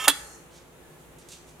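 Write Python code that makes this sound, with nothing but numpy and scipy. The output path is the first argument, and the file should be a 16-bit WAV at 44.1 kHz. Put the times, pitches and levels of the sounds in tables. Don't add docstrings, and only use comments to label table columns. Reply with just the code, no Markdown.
import sys
import numpy as np
from scipy import signal
from scipy.fft import rfft, irfft
from scipy.io import wavfile
from scipy.ndimage import uniform_filter1d

SR = 44100
rng = np.random.default_rng(int(sys.argv[2]) if len(sys.argv) > 2 else 0)


def attenuation_scalar(level_db):
    decades = np.asarray(level_db, float) / 20
    return 10 ** decades


def generate_wav(sig):
    pcm = np.round(np.clip(np.atleast_2d(sig).T, -1, 1) * 32767).astype(np.int16)
    wavfile.write(sys.argv[1], SR, pcm)


N = 70560

# frequency in Hz, width in Hz, level in dB.
SLIDE_MODES = [(1050, 40, -8), (1285, 25, 0), (1800, 30, -5), (2260, 30, -8), (2755, 28, 0), (3190, 25, -1),
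               (3400, 30, -4), (3670, 28, -6), (5610, 40, -12), (7000, 35, -5), (7600, 50, -10),
               (9090, 45, -7), (9990, 50, -10), (13200, 80, -10)]
# time in seconds, level in dB.
SLIDE_PRESSURE = [
    (0, -34),
    (.011, -31),
    (.035, -34),
    (.052, -29),
    (.064, -34),
    (.072, -38),
    (.09, -60),
]
# frequency in Hz, level in dB.
RASP_COLOUR = [(300, -34.5), (1200, -8.5), (3000, -6.5), (5000, -12.5), (7500, -8.5), (10500, -12),
               (14000, -15.5), (15800, -25.5)]
# start in seconds, level in dB, frequency in Hz.
TIPS = [
    (.0740, -20, 1150),
    (.0756, -18, 1100),
    (.0770, -10, 950),
    (.0794, -17, 1100),
]
# start in seconds, level in dB, push duration in ms.
HITS = [
    (.0804, -3.5, .12),
    (0.0814, -7.5, .04),
    (.0841, -4.5, .03),
    (0.085, -29.5, .05),
    (0.088, -21, 0.047),
    (0.098, -16.5, 0.095),
    (0.1044, -21.5, .25),
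    (0.114, -36, 0.058),
]
# frequency in Hz, level in dB, T60 in seconds.
BLADE_MODES = [(1140, -13, .12), (1275, -15, .1), (1440, -16, .04), (1807, -12, .04), (2676, -7, .1),
               (3166, -7, .07), (3408, -3, .13), (3494, -5, .1), (4040, -7, .09), (7117, -9, .06),
               (8274, -10, .05), (8950, -7, .05), (9733, -5, .05), (10940, -9, .05)]
# frequency in Hz, level in dB, T60 in seconds.
SLAB_MODES = [(285, -1, .25), (600, -9, .03), (790, -7, .035), (1450, 15, .009), (1950, 2, .015)]
# frequency in Hz, level in dB.
CRACK_COLOUR = [(300, -23.5), (1300, -3.5), (2300, -10), (3500, -7.5), (5500, -10.5), (9300, -3.5),
                (13000, -12), (15800, -21.5)]
# frequency in Hz, level in dB.
CHATTER_COLOUR = [(180, -44.5), (300, -4), (553, -20), (1220, -2), (2490, -18.5), (3360, -4), (5160, -20.5),
                  (9990, -7.5), (15600, -25)]
# frequency in Hz, left minus right in dB.
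SCRAPER_PAN = [(300, -0.5), (2500, -6.5), (8000, -3), (14000, -8)]
# centre in Hz, width in octaves, level in dB.
SLEEVE_BANDS = [(6500, 0.22, -55.5), (10000, 0.19, -73), (4280, 0.048, -63)]
# start in seconds, rise in seconds, fall T60 in seconds, level in dB, centre in Hz.
BRUSHES = [
    (0.489, .085, 0.197, -54, 5000),
    (.98, .03, 0.13, -67, 9000),
    (1.183, .003, 0.17, -54.5, 8200),
    (1.19, .03, .3, -58, 5400),
    (1.2855, 0.0017, .3, -47, 7460),
    (1.303, .025, 0.18, -45, 5000),
    (1.46, .035, .2, -56, 6500),
    (1.596, 0.0028, 0.1065, -43.5, 6000),
]
# frequency in Hz, level in dB.
AIR_COLOUR = [(30, -10), (300, -9), (850, -11), (2030, -18.5), (3800, -24), (5000, -31.5), (6800, -24.5),
              (15600, -27)]
# frequency in Hz, width in Hz, level in dB.
DRONE = [(52, 7, -73), (153.1, 21, -61), (262, 20, -67.5), (353.5, 15, -62), (466, 60, -61)]
# frequency in Hz, left-right correlation.
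ALIKE = [(60, 0.74), (130, 0.79), (290, 0.74), (640, 0.54), (1410, 0.3), (3100, -0.65), (6820, -0.25),
         (15000, -0.044)]
# frequency in Hz, T60 in seconds, level in dB.
ROOM = [(300, 0.91, -18.5), (700, 0.9, -17), (1300, 0.88, -15.5), (2260, 0.57, -12), (3400, 0.33, -13.5),
        (5000, 0.51, -13), (8100, 0.84, -16), (14000, 0.63, -21)]

GRIT_PER_S, GRIT_SPREAD_DB, SLIDE_SHARPNESS = 6000, 1.5, 2.6
RASP_DB, LIFT_S = -4, .069
TIP_T60_S = .012
RING_DB, SLAB_DB, CRACK_DB, CRACK_T60_S = -14, -19, -1.5, .012
CHATTER_DB, CHATTER_GRAIN_DB, CHATTER_T60_S = -14, 2.5, .105
CHATTER_END_S, SETTLE_S = .13, .018
LAG_MS, THIN_HZ = 0.023, 258.2
SLEEVE_S, SLEEVE_RISE_S, SLEEVE_T60_S = 0.14, 0.22, 0.5
BRUSH_OCTAVES, BRUSH_TOP_HZ, BRUSH_GRAIN_DB = 0.96, 11070, 1.5
BRUSH_WET_DB, BRUSH_PAN_DB = -12.5, -4
DIP_HZ, DIP_DB = 5000, -3.5
CREAK_S, CREAK_LEN_S, CREAK_HZ, CREAK_DB = 0.81, 0.166, 1710, -67.5
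AIR_DB, HUM_HZ, HUM_DB = -50.5, 59.3, -61
CEILING = 1.45

T = np.arange(N) / SR
F = np.maximum(np.fft.rfftfreq(2 * N, 1 / SR), 1)
Z = np.exp(-2j * np.pi * F / SR)


def table(rows, col=1):
    rows = np.array(rows, float)
    return np.interp(np.log(F), np.log(rows[:, 0]), rows[:, col])


def shape(x, gain):
    return irfft(rfft(x, 2 * N) * gain, 2 * N)[..., :N]


def unit(x):
    return x / np.sqrt(np.mean(x ** 2))


def ring(hz, t60):
    p = np.exp(2j * np.pi * hz / SR - np.log(1000) / (t60 * SR))
    return p.imag * Z / (1 - 2 * p.real * Z + abs(p) ** 2 * Z ** 2)


def hump(hz, octaves):
    return np.exp(-.5 * (np.log2(F / hz) / octaves) ** 2)


def walk(rate):
    k = max(int(SR / rate), 1)
    return unit(uniform_filter1d(uniform_filter1d(rng.standard_normal(N), k), k))


def decay(start, t60):
    return (T >= start) * attenuation_scalar(-60 * np.maximum(T - start, 0) / t60)


def stereo_noise(gain, least=0.):
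    c = np.clip(np.maximum(table(ALIKE), least), 0, .99)
    mid = shape(rng.standard_normal(N), gain * np.sqrt(1 + c))
    side = shape(rng.standard_normal(N), gain * np.sqrt(1 - c))
    return unit(np.array([mid + side, mid - side]))


def slide():
    ticks = rng.random(2 * N) < GRIT_PER_S / SR
    grit = ticks * rng.standard_normal(2 * N) * attenuation_scalar(GRIT_SPREAD_DB * rng.exponential(size=2 * N))
    body = sum(attenuation_scalar(db) * ring(hz, SLIDE_SHARPNESS / width) * np.sqrt(width / 30)
               for hz, width, db in SLIDE_MODES)
    rasp = attenuation_scalar(RASP_DB) * unit(shape(grit, attenuation_scalar(table(RASP_COLOUR))))
    contact = np.clip((LIFT_S - T) / 0.0035 + 1, .15, 1)
    s, db = np.array(SLIDE_PRESSURE).T
    return (unit(shape(grit, body)) + rasp * contact) * attenuation_scalar(np.interp(T, s, db, right=-200))


def kitchen():
    air = 0
    for hz in 40 * 2. 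** np.arange(9):
        gain = attenuation_scalar(table(AIR_COLOUR)) * hump(hz, 0.62)
        air = air + np.sqrt(np.mean(gain ** 2)) * stereo_noise(gain) * attenuation_scalar(1.0 * walk(5))
    drone = sum(attenuation_scalar(db) * stereo_noise(np.exp(-.5 * ((F - hz) / width) ** 2)) for hz, width, db in DRONE)
    return attenuation_scalar(AIR_DB - 3.0) * unit(air) + drone


def hum():
    return attenuation_scalar(HUM_DB + 2.0 * walk(17)) * np.sin(2 * np.pi * HUM_HZ * T)


def echo(x):
    tail = 0
    room_hz, room_t60, room_db = np.array(ROOM).T
    for hz in 150 * 2 ** np.arange(0, 6.8, 1 / 2):
        t60 = np.interp(np.log(hz), np.log(room_hz), room_t60)
        db = np.interp(np.log(hz), np.log(room_hz), room_db)
        gain = hump(hz, .25)
        level = np.sqrt(np.mean(gain ** 2) / (t60 * SR / 14))
        tail = tail + stereo_noise(gain) * level * decay(.006, t60) * attenuation_scalar(db)
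    return shape(x, rfft(tail, 2 * N))


def clack():
    out = sum(attenuation_scalar(db) * decay(s, TIP_T60_S) * np.sin(2 * np.pi * hz * (T - s)) for s, db, hz in TIPS)
    noise = unit(shape(rng.standard_normal(N), attenuation_scalar(table(CRACK_COLOUR))))
    slab = sum(attenuation_scalar(SLAB_DB + db) * ring(hz, t60) for hz, db, t60 in SLAB_MODES)
    chance = rng.standard_normal((len(HITS), len(BLADE_MODES), 2))
    for (s, db, push_ms), draws in zip(HITS, chance):
        push = attenuation_scalar(db) * np.exp(-2j * np.pi * F * s) / (1 + 1j * F * push_ms / 1000)
        push = push / (1 + (F / 17000) ** 8)
        body = sum(np.sign(u) * attenuation_scalar(RING_DB + mode_db + 0.83 * v) * ring(hz * (1 + 0.0036 * v), t60)
                   for (hz, mode_db, t60), (u, v) in zip(BLADE_MODES, draws))
        if s == HITS[0][0]:
            body = body + slab
        crack = attenuation_scalar(db + CRACK_DB) * noise * decay(s, CRACK_T60_S)
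        out = out + irfft(push * body, 2 * N)[:N] + crack
    return out * attenuation_scalar(-10 * np.clip((T - CHATTER_END_S) / SETTLE_S + 1, 0, 1))


def chatter():
    env = decay(HITS[1][0], CHATTER_T60_S) * np.clip((CHATTER_END_S - T) / SETTLE_S, 0, 1)
    level = attenuation_scalar(CHATTER_DB + CHATTER_GRAIN_DB * walk(500))
    return level * env * stereo_noise(attenuation_scalar(table(CHATTER_COLOUR)), 0.95)


def sleeve():
    fall = attenuation_scalar(-60 * np.maximum(T - SLEEVE_S - SLEEVE_RISE_S, 0) / SLEEVE_T60_S)
    env = np.clip((T - SLEEVE_S) / 0.017, 0, 1) * fall
    return env * sum(attenuation_scalar(db + 1.8 * walk(30)) * stereo_noise(hump(hz, octaves), 0.24)
                     for hz, octaves, db in SLEEVE_BANDS)


def fingers():
    out = 0
    dip = attenuation_scalar(DIP_DB * hump(DIP_HZ, 0.124))
    for s, rise, t60, db, hz in BRUSHES:
        env = np.clip((T - s) / rise, 0, 1) * attenuation_scalar(-60 * np.maximum(T - s - rise, 0) / t60)
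        grain = rng.standard_normal(N) * attenuation_scalar(BRUSH_GRAIN_DB * walk(330))
        colour = hump(hz, BRUSH_OCTAVES) / (1 + (F / BRUSH_TOP_HZ) ** 6) * dip
        out = out + attenuation_scalar(db) * env * unit(shape(grain, colour))
    gate = uniform_filter1d(1. * ((T > CREAK_S) & (T < CREAK_S + CREAK_LEN_S)), 400)
    return out + attenuation_scalar(CREAK_DB) * gate * unit(shape(rng.standard_normal(N), hump(CREAK_HZ, 0.025)))


def scene():
    thin = (1j * F / THIN_HZ / (1 + 1j * F / THIN_HZ)) ** 2
    metal = shape(slide() + clack() + chatter(), thin)
    hands = fingers()
    side = np.array([[.5], [-.5]])
    lag = np.exp(-2j * np.pi * F * side * LAG_MS / 1000)
    near = shape(metal, attenuation_scalar(table(SCRAPER_PAN) * side) * lag) + hands * attenuation_scalar(BRUSH_PAN_DB * side)
    far = echo(metal[1] + attenuation_scalar(BRUSH_WET_DB + 22) * hands)
    return near + far + sleeve() + kitchen() + hum()


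def low_pass(x):
    return signal.sosfilt(signal.butter(12, 15770, fs=SR, output="sos"), x)


def record(dry):
    mix = CEILING * np.tanh(dry / CEILING)
    return low_pass(mix)


dry = scene()
out = record(dry)
generate_wav(out)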